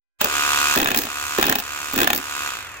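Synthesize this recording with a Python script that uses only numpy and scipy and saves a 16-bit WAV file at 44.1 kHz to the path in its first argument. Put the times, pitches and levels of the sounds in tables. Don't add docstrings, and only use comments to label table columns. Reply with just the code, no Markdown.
import sys
import numpy as np
from scipy import signal
from scipy.fft import rfft, irfft, next_fast_len
from scipy.io import wavfile
from scipy.ndimage import uniform_filter1d

SR = 44100
rng = np.random.default_rng(int(sys.argv[2]) if len(sys.argv) > 2 else 0)


def master_out(mix):
    frames = np.transpose(np.atleast_2d(mix))
    ceiling = np.clip(frames, -1, 1)
    pcm = np.round(ceiling * 32767).astype(np.int16)
    wavfile.write(sys.argv[1], SR, pcm)


N = 123479
T = np.arange(N) / SR

CRANK_HZ, MOTOR_PER_CRANK = 72.7, 6.25
RELEASE_S, COAST_S = 2.465, .42
# (first knock [s], end [s])
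FREE_RUNS = [(0.2574, .765), (1.0882, 1.385), (1.6237, 1.96), (2.1865, 2.8)]
# (time [s], body level [dB], treble level [dB])
DRIVE_LEVELS = [(0.188, -59, -56), (.21, -17, -21), (.27, -27, -26.5), (.36, -21, -22.5), (.74, -19.5, -19),
                (.83, -27.5, -37), (.93, -23.5, -32.5), (1.0, -27.5, -24), (1.11, -31, -31.5),
                (1.22, -29, -27.5), (1.36, -27.5, -26.5), (1.47, -18.5, -35), (1.64, -34.5, -33.5),
                (1.72, -31.5, -31.5), (1.91, -30.5, -29), (2.05, -22.5, -33), (2.21, -34, -32.5),
                (2.35, -29, -29), (2.47, -27, -28.5), (2.57, -31.5, -33), (2.68, -39.5, -39.5),
                (2.8, -46, -40.5)]
# (multiple of crank speed, level [dB])
KNOCK_HARMONICS = [(1, -12), (2, -26), (3, -26), (4, -15), (6, -16), (7, -8), (8, -16), (9, -17), (10, -2),
                   (11, -11), (12, -11), (13, -2), (14, 1), (15, -4), (16, 0), (17, 4), (18, 0), (19, -3),
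                   (20, 2), (22, 0), (23, -7), (24, -9)]
# (frequency [Hz], level [dB])
KNOCK_TREBLE = [(1950, -9), (2150, -13), (2500, -4), (2900, -12), (4000, -18), (6800, -21), (8500, -29),
                (15500, -32)]
# (frequency [Hz], level [dB])
GEAR_SPECTRUM = [(40, -26), (250, -17), (600, -16), (850, -11), (1050, -6), (1500, -6), (1800, -8),
                 (2150, -9), (2550, 1), (2900, -4), (3600, -5), (4700, -12), (7000, -30), (16000, -45)]
# (frequency [Hz], level [dB])
FIZZ_SPECTRUM = [(40, -59), (2500, -61), (4300, 0), (5700, 2.5), (6700, 6.5), (7700, 6.5), (8400, -4),
                 (9300, -0.5), (11000, -6.5), (13000, -7.5), (13900, 5), (16000, -39)]
# (frequency [Hz], level [dB])
TICK_SPECTRUM = [(100, -50), (3000, -12), (6000, -2), (9500, 0), (12000, -2), (16000, 0)]
KNOCK_DB, GEARS_DB, FIZZ_DB, WHIRR_DB = -2.8, -5.3, -6.5, -10
# (multiple of motor speed, level [dB])
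WHINE_HARMONICS = [(4, -6), (5, -1), (6, -6), (7, -7), (8, -6), (10, 0), (12, 1), (14, -8)]
# (frequency [Hz], level [dB])
HOUSING_SPECTRUM = [(100, -30), (800, -12), (1120, 0), (1550, -3), (2050, -13), (2350, -4), (2580, 2),
                    (2780, -1), (3050, -9), (3480, -4), (3900, -12), (6000, -16), (16000, -40)]
WHINE_DB = -55

# (time [s], peak [dB, unused], crack [dB], chisel zing [dB], thud of the boards [dB])
HAMMER_BLOWS = [(0.212, -6, -19.5, -15.5, -38), (0.243, -6, -19, -14.5, -31.5), (0.757, -6, -24, -18, -32),
                (0.773, -8, -17.5, -18, -25), (0.785, -9, -25, -19, -18.5), (0.799, -7, -17.5, -23, -25),
                (0.814, -8, -22, -21, -21), (0.827, -5, -19, -28, -24), (0.843, -11, -27, -21, -23),
                (0.857, -10, -20.5, -41, -24.5), (0.871, -12, -20.5, -24, -31), (0.884, -8, -21, -25, -23),
                (0.903, -13, -23, -25, -23), (0.914, -9, -20.5, -24, -24), (0.944, -6, -17.5, -22, -44),
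                (0.959, -12, -28, -20, -21.5), (0.972, -8, -32, -13, -43), (0.986, -7, -26, -16.5, -25.5),
                (1.016, -15, -32, -24, -33), (1.034, -15, -30, -25, -29), (1.051, -16, -30.5, -29, -38),
                (1.067, -16, -29, -43, -36), (1.383, -7, -22, -22, -18), (1.395, -13, -23.5, -25, -21),
                (1.411, -9, -22, -22, -36), (1.425, -7, -16.5, -16, -28), (1.439, -10, -18.5, -33, -28),
                (1.452, -8, -26, -24, -21.5), (1.465, -7, -24, -17.5, -21.5), (1.481, -9, -21.5, -28, -25),
                (1.494, -6, -17, -15, -16.5), (1.512, -12, -26, -28, -35), (1.523, -4, -15.5, -20, -29.5),
                (1.553, -5, -18.5, -18.5, -26.5), (1.584, -12, -27, -22, -34),
                (1.59, -13, -36, -25.5, -35.5), (1.598, -15, -28, -24.5, -38), (1.933, -15, -51, -25, -21),
                (1.959, -9, -26.5, -22, -23), (1.976, -9, -20.5, -19.5, -22),
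                (1.986, -6, -17.5, -20, -26.5), (2.001, -6, -19, -20, -28), (2.014, -4, -16.5, -17, -15.5),
                (2.03, -7, -19.5, -20, -26), (2.042, 10, -20, -24, -23), (2.072, -9, -14.5, -18, -28),
                (2.101, -5, -15.5, -23, -27), (2.13, -7, -17, -19, -25.5), (2.146, -12, -35, -21, -27.5),
                (2.159, -12, -34, -19.5, -34), (2.175, -14, -31.5, -20.5, -29.5)]
# (frequency [Hz], level [dB])
CRACK_SPECTRUM = [(100, -12), (500, -8.5), (720, 0.5), (850, -0.5), (980, -6.5), (1100, -0.5), (1350, 2.5),
                  (1780, 4.5), (2200, -10), (2570, -3), (2900, -4.5), (3600, -1), (4700, -18.5),
                  (7000, -7.5), (8500, -19.5), (11000, -17), (16000, -41)]
# (frequency [Hz], level [dB])
ZING_SPECTRUM = [(100, -50), (5000, -7), (9500, -16), (11000, -14), (13000, -8), (14200, -6.5),
                 (15600, 4.5), (16500, -4)]
# (frequency [Hz], level [dB])
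THUD_SPECTRUM = [(30, -12), (70, -17), (120, -10.5), (160, -20), (215, -5), (250, 0.5), (310, -1.5),
                 (400, -4.5), (600, -10.5), (750, -18.5), (1100, -16), (3000, -26.5), (16000, -54)]
# (frequency [Hz], level [dB], t60 [s])
SHEET_MODES = [(251.5, -7, 0.071), (366, -16, 0.035), (724, -6, 0.13), (823.4, -3, 0.069),
               (1058, -11.5, 0.15), (1726, -6.5, 0.082), (2559, 6, 0.022), (3060, -3.5, 0.0083),
               (3795, -13, 0.046)]
CRACK_DB, ZING_DB, THUD_DB, SHEET_DB, PUSH_DB = 2.5, 5, -4, -5.5, 11
# (time [s], level [dB], decay [s], centre frequency [Hz])
BOARD_JOLTS = [(.208, -23, .025, 600), (.246, -25, .035, 560), (.764, -17, .016, 340),
               (.972, -29, .03, 450), (1.384, -11, .0045, 430), (1.965, -24, .04, 290)]
# (time [s], level [dB])
CHISEL_RINGS = [(.976, -24), (1.005, -34), (1.556, -39), (1.586, -40), (2.073, -35), (2.125, -33),
                (2.147, -23)]
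RING_HZ, RING_T60 = 11812, .13

# (frequency [Hz], level [dB])
STREET_SPECTRUM = [(20, -37), (45, -10), (75, 2), (110, -5.5), (200, -16), (600, -9.5), (2000, -4),
                   (16000, -56)]
STREET_DB = -41.5
# (frequency [Hz], correlation [0 to 1])
CHANNEL_LIKENESS = [(30, 0.23), (90, 0.69), (170, 0.87), (400, 0.91), (1500, 0.77), (4000, 0.17),
                    (6000, 0.12), (16000, 0.1)]
# (frequency [Hz], lead of the left channel [rad])
TOOL_PHASE = [(100, .1), (260, .7), (480, 1.9), (800, 1.9), (1100, 1.1), (1600, 1.6), (2050, 2),
              (2450, 1.1), (3000, 2.2), (4500, 2.6), (6000, 3.6), (7000, 6), (16000, 28)]
# (frequency [Hz], left minus right [dB])
TOOL_BALANCE = [(170, -2), (330, -10.5), (520, -1.5), (800, -0.5), (1170, 0), (1600, -1.5), (2050, -5.5),
                (2480, -3), (2900, -1.5), (5500, -3), (6500, -4), (8300, 0.5), (16000, 3)]
# (frequency [Hz], lead of the left channel [rad])
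SHEET_PHASE = [(90, 0), (400, -.5), (600, -1.1), (1020, -1.2), (1550, -3), (2000, -6.6), (2500, -4.8),
               (3100, -6.8), (3800, -8.3), (5000, -9.5), (16000, -26)]
# (frequency [Hz], left minus right [dB])
SHEET_BALANCE = [(90, 2.5), (250, -4), (520, -3.5), (720, 0), (1400, 1.5), (1630, -8.5), (1900, 1.5),
                 (2150, -1), (2420, 9), (2750, 2), (3700, -1), (4500, -3.5), (16000, -0.5)]
EDGE_HZ = 16100


def amp(db):
    return 10 ** (np.asarray(db) / 20)


def unit(x):
    return x / np.sqrt(np.mean(x ** 2) + 1e-20)


def read(points, hz):
    f, value = np.transpose(points)
    return np.interp(np.log(hz + 1), np.log(f + 1), value)


def add(mix, s, sound):
    part = mix[..., max(round(s * SR), 0):][..., :sound.shape[-1]]
    part += sound[..., :part.shape[-1]]


def colour(x, points, size=4096):
    log_gain = np.log(amp(read(points, abs(np.fft.fftfreq(size, 1 / SR)))))
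    spectrum = np.exp(np.conj(signal.hilbert(log_gain)))
    taps = np.fft.ifft(spectrum).real[:size // 2]
    taps /= np.linalg.norm(taps)
    return signal.oaconvolve(np.atleast_2d(x), taps[None], axes=1)[:, :N]


def noise():
    a, b = rfft(rng.standard_normal((2, N)))
    same = np.clip(read(CHANNEL_LIKENESS, np.fft.rfftfreq(N, 1 / SR)), 0, 1)
    return irfft(np.array([a, same * a + np.sqrt(1 - same ** 2) * b]), N)


def strikes(times, levels_db, rise, decay, tail_db=-60, tail_s=.01, hold=0):
    t = np.arange(SR // 4) / SR
    after = np.maximum(t - rise - hold, 0)
    fall = np.exp(-after / decay) + amp(tail_db) * np.exp(-after / tail_s)
    shape = np.minimum(t / rise, 1) ** 2 * fall
    power = np.zeros(N)
    for s, db in zip(times, levels_db):
        add(power, s, (amp(db) * shape) ** 2)
    return np.sqrt(power)


def crank_turns():
    return np.cumsum(CRANK_HZ * np.exp(-np.maximum(T - RELEASE_S, 0) / COAST_S)) / SR


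def mechanism():
    turns = crank_turns()
    times = np.concatenate([np.interp(np.arange(*np.interp(run, T, turns)), turns, T) for run in FREE_RUNS])
    chance = rng.standard_normal((len(times), 2))
    times = times + .00003 * chance[:, 0]
    sizes_db = .7 * chance[:, 1]
    clicks = np.zeros(N)
    places = np.minimum(np.round(times * SR).astype(int), N - 1)
    clicks[places] = amp(sizes_db) * np.sqrt(SR / CRANK_HZ)

    t = np.arange(SR // 60) / SR
    teeth = rng.standard_normal((3, len(t))) * np.exp(-t / 0.024)
    teeth = teeth[:2] + 2.7 * teeth[2]
    whirr = signal.oaconvolve(clicks[None], teeth / np.linalg.norm(teeth[0]), axes=1)[:, :N]
    knock_spectrum = [(k * CRANK_HZ, db) for k, db in KNOCK_HARMONICS] + KNOCK_TREBLE
    knocks = colour(amp(KNOCK_DB) * clicks + amp(WHIRR_DB) * whirr, knock_spectrum)

    early = times - .0006
    gear_pulse = unit(0.81 + strikes(early, sizes_db, rise=0.00054, decay=0.0054))
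    gears = colour(noise() * gear_pulse, GEAR_SPECTRUM)
    fizz_pulse = unit(0.47 + strikes(early, sizes_db, rise=0.00058, decay=0.0039))
    fizz = colour(noise() * fizz_pulse, FIZZ_SPECTRUM)
    ticks = colour(noise() * strikes(early, sizes_db - 3, rise=.0007, decay=.002), TICK_SPECTRUM)

    s, body_db, treble_db = np.transpose(DRIVE_LEVELS)
    running = T > s[0]
    body = amp(np.interp(T, s, body_db)) * running
    treble = amp(np.interp(T, s, treble_db)) * running
    return body * (amp(GEARS_DB) * gears + knocks) + treble * (amp(FIZZ_DB) * fizz + ticks)


def whine():
    waver = unit(uniform_filter1d(rng.standard_normal(N), SR // 60))
    motor = MOTOR_PER_CRANK * (crank_turns() + 0.00085 * waver)
    lines = sum(amp(db) * np.sin(2 * np.pi * round(k) * motor) for k, db in WHINE_HARMONICS)
    fade_in = np.clip((T - .2) / .1, 0, 1)
    return amp(WHINE_DB) * colour(lines, HOUSING_SPECTRUM) * fade_in


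def blows():
    s, _, crack_db, zing_db, thud_db = np.transpose(HAMMER_BLOWS)
    crack_hits = strikes(s, crack_db + CRACK_DB, rise=0.0018, hold=0.0018, decay=0.002,
                         tail_db=-14.5, tail_s=0.013)
    crack = colour(noise() * crack_hits, CRACK_SPECTRUM)
    zing_hits = strikes(s, zing_db + ZING_DB, rise=0.0024, hold=0.00076, decay=0.0024,
                        tail_db=-15, tail_s=0.0081)
    zing = colour(noise() * zing_hits, ZING_SPECTRUM)

    t = np.arange(SR // 6) / SR
    ring, pushes = np.zeros(N), np.zeros(N)
    scatter = rng.standard_normal((len(s), len(SHEET_MODES), 2))
    for start, db, low_db, chance in zip(s, crack_db, thud_db, scatter):
        modes = sum(amp(level + 2 * a - 60 * t / t60) * np.sin(2 * np.pi * hz * (1 + 0.0074 * b) * t)
                    for (hz, level, t60), (a, b) in zip(SHEET_MODES, chance))
        add(ring, start + 0.002443, amp(db + SHEET_DB) * modes)
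        add(pushes, start + 0.0029, amp([low_db + PUSH_DB]))
    thud_hits = strikes(s, thud_db + THUD_DB, rise=0.0057, decay=0.019)
    thud = colour(pushes + noise() * thud_hits, THUD_SPECTRUM)
    return crack + zing + thud + ring


def chisel():
    s, db = np.transpose(CHISEL_RINGS)
    envelope = strikes(s, db, rise=0.0014, decay=RING_T60 / np.log(1000))
    return envelope * np.sin(2 * np.pi * RING_HZ * T) * amp([[0], [-1.5]])


def jolts():
    total = 0
    for s, db, decay, hz in BOARD_JOLTS:
        spectrum = [(hz / 8, -26), (hz / 2.46, -16), (hz / 1.42, -1), (hz, 0),
                    (hz * 1.35, -6), (hz * 2.43, -10), (hz * 5, -30), (hz * 20, -60)]
        total = total + colour(noise() * strikes([s], [db], rise=0.0028, decay=decay), spectrum)
    return total


def ports(x, lead, tilt):
    size = next_fast_len(N + SR // 4)
    hz = np.fft.rfftfreq(size, 1 / SR)
    half = amp(read(tilt, hz) / 2) * np.exp(.5j * read(lead, hz))
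    return irfft(rfft(x, size) * np.array([half, 1 / half]), size)[:, :N]


def outdoors(x, wet_db=-17, t60=.16):
    t = np.arange(SR // 3) / SR
    taps = rng.standard_normal((2, len(t))) * (rng.random((2, len(t))) < .05)
    taps = taps * (t > .003) * amp(-60 * t / t60)
    return x + amp(wet_db) * signal.oaconvolve(x, taps / np.linalg.norm(taps[0]), axes=1)[:, :N]


def street_rumble():
    return amp(STREET_DB) * colour(noise(), STREET_SPECTRUM) * np.clip((T - .19) / 0.022, 0, 1)


def scene():
    tool = ports(mechanism() + whine(), TOOL_PHASE, TOOL_BALANCE)
    sheet = ports(blows() + jolts(), SHEET_PHASE, SHEET_BALANCE)
    return outdoors(tool + sheet + chisel()) + street_rumble()


def record(dry):
    ceiling = .95
    rounded = ceiling * np.tanh(dry / ceiling)
    low_pass = signal.firwin(301, EDGE_HZ, window=("kaiser", 9), fs=SR)
    return signal.oaconvolve(rounded, low_pass[None], "same")


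dry = scene()
out = record(dry)
master_out(out)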